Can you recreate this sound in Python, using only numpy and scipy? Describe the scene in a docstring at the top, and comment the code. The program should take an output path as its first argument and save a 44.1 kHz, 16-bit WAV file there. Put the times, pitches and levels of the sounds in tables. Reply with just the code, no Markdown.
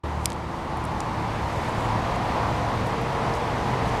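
"""Highway across a grassy creek bed

Tyre roar swells as vehicles come by, over a low rumble and an airy hiss of breeze and stirring grass.
A camper's engine recedes, a truck and a pickup drone in turn, and tyre treads sing faintly.
Up close, handling a plastic casing makes one sharp click and a few small ticks."""
import sys
import numpy as np
from scipy import signal
from scipy.fft import rfft, irfft, next_fast_len
from scipy.io import wavfile
from scipy.ndimage import uniform_filter1d, map_coordinates

SR = 44100
rng = np.random.default_rng(int(sys.argv[2]) if len(sys.argv) > 2 else 0)


def unload_audio(sound):
    """Save the sound as a 16-bit wav file, at the path given as the first command line argument."""
    columns = np.transpose(np.atleast_2d(sound))
    # keep every value between -1 and 1, then stretch to whole-number steps
    steps = np.round(np.clip(columns, -1, 1) * 32767)
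    wavfile.write(sys.argv[1], SR, steps.astype(np.int16))


N = 176400

# tone colours of the noise layers: f/Hz, relative level/dB
BREEZE_SPECTRUM = [(1500, -26), (4000, -14), (6000, 6), (9000, 0), (12000, -5.5), (15500, -12.5)]
GRASS_SPECTRUM = [(3500, -7), (7000, 3), (11000, -4), (15500, -19)]
RUMBLE_SPECTRUM = [(12, -14), (25, -9), (45, -1), (70, 0.5), (100, 0.5), (140, 1), (210, -2.5), (300, -5.5),
                   (400, -10.5), (700, -17), (2000, -46)]
HISS_SPECTRUM = [(700, -22), (1400, -2.5), (1900, 0), (2300, -3.5), (3000, -8), (4700, -13.5), (5600, -18),
                 (7000, -24), (10000, -31.5), (15500, -53)]
BODY_SPECTRUM = [(150, -29), (350, -7), (520, -1.5), (720, -1), (850, -2.5), (1100, -24), (2000, -37)]
ROAR_SPECTRUM = [(500, -23), (740, -3.5), (880, -0.5), (1010, -0.5), (1120, -4), (1240, -6.5), (1450, -14),
                 (2200, -33), (5000, -39)]
# puffs of stirring grass: t/s, length/s, level/dB
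GRASS_PUFFS = [(0.24, 0.071, -56.5), (1.698, 0.37, -56.5), (2.88, 0.065, -55), (3.348, 0.054, -53),
               (3.88, .06, -52)]
# touches on the casing: t/s, level/dB (energy spread over 1 ms), centre f/Hz, width/octaves
TOUCHES = [(0.2575, -12, 8040, 1.4), (.3027, -31.5, 5000, 0.87), (0.3202, -31, 3100, 0.84),
           (0.3307, -39, 7800, 0.32), (0.7716, -43, 8990, 0.64), (0.841, -41, 7500, .5),
           (0.853, -35.5, 9450, 0.4), (1.005, -27.5, 5840, 0.57), (2.16, -43, 8500, 0.37),
           (2.8703, -43, 10800, .3), (3.0174, -44, 11000, 0.22), (3.3393, -34, 5100, .25)]
# ringing modes of the plastic casing: f/Hz, level/dB against the snap before colouring, t60/s
CASING_MODES = [(2330, -25, .013), (2800, -31, .008), (3430, -25, .008), (4820, -21, .008),
                (5023, -45, .07), (5600, -24, .011), (7400, -26, .007), (8650, -25, .009),
                (9500, -17, .004), (10030, -49, .04), (12530, -47, .06), (15030, -37, .025)]
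# a singing tread and the higher whine of approaching tyres: t/s, f/Hz, level/dB
TREAD_SONG = [(0, 463, -54), (2.5, 467.2, -47), (2.9, 463.3, -38.5), (4, 462, -39)]
TREAD_WHINE = [(0, 930, -49), (.55, 910, -51), (.8, 882, -42), (1.25, 878, -44), (1.9, 962, -45),
               (4, 990, -46)]
# engine notes: t/s, firing f/Hz, level/dB
CAMPER_NOTE = [(0, 76.25, -35.5), (.24, 75.5, -32), (.29, 75.55, -36.5), (.8, 74.7, -40),
               (1.15, 72.98, -52), (1.45, 71.9, -34.5), (1.7, 71, -42), (4, 69.7, -51)]
TRUCK_NOTE = [(0, 113.6, -47), (.9, 113.7, -50), (1.15, 112.6, -32.5), (1.65, 111.1, -40),
              (1.85, 111.1, -31), (2.15, 110.6, -31.5), (2.35, 110.3, -36.5), (2.7, 111.2, -31),
              (3, 109.8, -45), (3.25, 110, -33.5), (3.5, 111.8, -40), (4, 110, -50)]
PICKUP_NOTE = [(0, 125.7, -62), (2.4, 124.8, -53), (3, 123.7, -37), (3.25, 123.4, -44), (3.58, 122, -41.5),
               (3.75, 121.2, -30.5), (4, 121.6, -38.5)]
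# engine partials: multiple of the firing rate, relative level/dB
CAMPER_PARTIALS = [(1, -1), (1.5, -6), (2, -6.5), (2.5, -10.5), (3, -17)]
TRUCK_PARTIALS = [(1, -3.5), (2, -11.5), (3, -22)]
PICKUP_PARTIALS = [(1, 0.5), (2, -16.5)]
# the camper's lingering exhaust overtone: t/s, level/dB
CAMPER_OVERTONE = [(0, -43), (.3, -45), (1.4, -44.5), (2.4, -48.5)]
# swell of the traffic: t/s, tyre body level/dB, road hiss level/dB, rumble level/dB
TRAFFIC_SWELL = [(0, -38, -43.5, -35.5), (.5, -41, -45, -36), (1, -36, -41, -32), (1.4, -36, -39, -33),
                 (1.85, -32.5, -37.5, -31), (2.42, -31.5, -37, -29), (2.9, -33, -38, -31),
                 (3.5, -32, -37, -30.5), (4, -31.5, -36, -28.5)]
# swell of the tyre roar: t/s, level/dB
ROAR_SWELL = [(0, -35), (.62, -35.5), (.78, -33.5), (1.14, -32), (1.42, -32.5), (1.9, -29.5), (2.3, -30),
              (2.45, -27.5), (2.57, -32), (2.72, -29), (2.83, -32), (2.93, -28.5), (3.02, -33.5),
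              (3.14, -30), (3.36, -30), (3.55, -31.3), (3.75, -30.5), (4, -30.5)]


def amp(db):
    """Decibels to gain."""
    return 10 ** (np.asarray(db) / 20)


def unit(x):
    """Scale to rms 1."""
    return x / np.sqrt(np.mean(x ** 2) + 1e-20)


def curves(rows):
    """One envelope for each column after the time."""
    times, *columns = np.transpose(rows)
    return [np.interp(np.arange(N) / SR, times, column) for column in columns]


def wobble(rate):
    """A smooth random curve, rate knots a second."""
    return map_coordinates(rng.standard_normal(1024), [np.arange(N) * rate / SR + 2], mode="wrap")


def filtered(x, response):
    """Equalise x with a gain given as a function of frequency."""
    size = next_fast_len(N + SR // 2)
    return irfft(rfft(x, size) * response(np.fft.rfftfreq(size, 1 / SR)), size)[:N]


def rush(spectrum, patchy_db):
    """Coloured noise of rms 1 with drifting patches of random gain."""
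    bins = signal.stft(rng.standard_normal(N), nperseg=1024)[2]
    patches = uniform_filter1d(rng.standard_normal(bins.shape), size=8, axis=0)  # across frequency
    patches = uniform_filter1d(patches, size=10, axis=1)  # across time
    noise = signal.istft(bins * amp(patchy_db * unit(patches)))[1][:N]
    f, db = np.transpose(spectrum)
    return unit(filtered(noise, lambda hz: amp(np.interp(np.log(hz + 1), np.log(f), db, -120, -120))))


def drone(track, fade_db, drift_rad, drift_rate, partials=((1, 0),)):
    """A distant tone whose partials each fade and drift in phase on the way."""
    hz, db = curves(track)
    phase = 2 * np.pi * np.cumsum(hz) / SR
    out = np.zeros(N)
    for multiple, level in partials:
        drift = rng.uniform(0, 2 * np.pi) + drift_rad * wobble(drift_rate)
        out += amp(db + level + fade_db * wobble(rate=14)) * np.sin(multiple * phase + drift)
    return np.sqrt(2) * out


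def breeze(level_db=-57, follow=0.66):
    """Breeze in the leaves: a faint, fluttering top end whose level follows the road hiss."""
    _, hiss_db, _ = curves(TRAFFIC_SWELL)
    swell_db = follow * (hiss_db - hiss_db.mean())
    return amp(level_db + swell_db + 0.64 * wobble(rate=17)) * rush(BREEZE_SPECTRUM, patchy_db=1.3)


def grass():
    """Grass stirs now and then in short, grainy puffs."""
    t = np.arange(N) / SR
    puffs = sum(amp(db) * np.exp(-2 * ((t - s) / length) ** 2) for s, length, db in GRASS_PUFFS)
    grain = amp(3.5 * wobble(rate=250))
    return puffs * unit(grain * rush(GRASS_SPECTRUM, patchy_db=1))


def handling(top_hz=11600, smear_s=.0003, ring_rise_s=.0003, rattle_db=-23, rattle_t60_s=.012):
    """Each touch snaps, rattles and rings the plastic casing, coloured by where it lands."""
    out, t = np.zeros(N + SR), np.arange(SR // 10) / SR
    hz = np.fft.rfftfreq(2 * len(t), 1 / SR)
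    snap = signal.unit_impulse(len(t))
    # spread the snap over a fraction of a millisecond to soften its peak
    delay_s = smear_s * np.clip(1 - hz / top_hz, 0, 1)
    snap_softening = np.exp(-2j * np.pi * np.cumsum(delay_s) * hz[1])
    snap_softening /= np.sqrt(1 + (hz / top_hz) ** 18)  # steep high cut
    ring = sum(amp(db - 60 * t / t60) * np.cos(2 * np.pi * f * t) for f, db, t60 in CASING_MODES)
    ring *= 1 - np.exp(-t / ring_rise_s)
    hardest_db = max(row[1] for row in TOUCHES)
    for s, db, centre_hz, octaves in TOUCHES:
        rattle = rng.standard_normal(len(t)) * amp(rattle_db - 60 * t / rattle_t60_s)
        touch = snap + rattle + amp(db - hardest_db) * ring  # light touches hardly ring
        colour = np.exp(-.5 * (np.log2((hz + 1) / centre_hz) / octaves) ** 2)
        click = irfft(rfft(np.pad(touch, (len(t), 0))) * colour * snap_softening)
        click /= np.sqrt(np.sum(click ** 2) / (SR / 1000))  # the energy of 1 ms at rms 1
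        out[round(s * SR) - len(t):][:len(click)] += amp(db) * click
    return out[:N]


def treads():
    """Tyre treads sing two faint, blurred notes about an octave apart."""
    song = drone(TREAD_SONG, fade_db=3, drift_rad=1.2, drift_rate=44)
    whine = drone(TREAD_WHINE, fade_db=2, drift_rad=1.2, drift_rate=70)
    return song + whine


def engines():
    """Three exhausts drone at their firing rates; one overtone lingers as the camper recedes."""
    camper = drone(CAMPER_NOTE, fade_db=1, drift_rad=0.2, drift_rate=7.95, partials=CAMPER_PARTIALS)
    truck = drone(TRUCK_NOTE, fade_db=3, drift_rad=0.43, drift_rate=18, partials=TRUCK_PARTIALS)
    pickup = drone(PICKUP_NOTE, fade_db=2, drift_rad=1, drift_rate=15, partials=PICKUP_PARTIALS)
    camper_s, camper_hz, _ = np.transpose(CAMPER_NOTE)
    track = [(s, np.interp(s, camper_s, camper_hz), db) for s, db in CAMPER_OVERTONE]
    overtone = drone(track, fade_db=1, drift_rad=0.71, drift_rate=17, partials=[(4.5, 0)])
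    return camper + truck + pickup + overtone


def road():
    """Tyre roar, its lower body, hiss and rumble swell with the traffic; moving air makes them waver."""
    roar_db, = curves(ROAR_SWELL)
    body_db, hiss_db, rumble_db = curves(TRAFFIC_SWELL)
    waver_db = 0.36 * wobble(rate=6.84) + 0.21 * wobble(rate=15)
    roar = amp(roar_db + waver_db) * rush(ROAR_SPECTRUM, patchy_db=0.2)
    body = amp(body_db + waver_db + 0.43 * wobble(rate=15)) * rush(BODY_SPECTRUM, patchy_db=0.64)
    hiss = amp(hiss_db + waver_db) * rush(HISS_SPECTRUM, patchy_db=0.4)
    rumble = amp(rumble_db + 0.36 * wobble(rate=8.4)) * rush(RUMBLE_SPECTRUM, patchy_db=0.17)
    return roar + body + hiss + rumble


def scene():
    """Mono mix of the highway, the greenery and the close clicks."""
    return (road() + breeze() + grass() + engines() + treads() + handling())[None]


def record(dry, start_s=0.034, fade_s=.004, top_hz=16000):
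    """A quick fade-in just after the start, then a steep high cut."""
    fade_in = np.clip((np.arange(N) / SR - start_s) / fade_s, .01, 1)
    return filtered(dry[0] * fade_in, lambda hz: np.clip((top_hz - hz) / 300 + .5, 0, 1))[None]


dry = scene()
out = record(dry)
unload_audio(out)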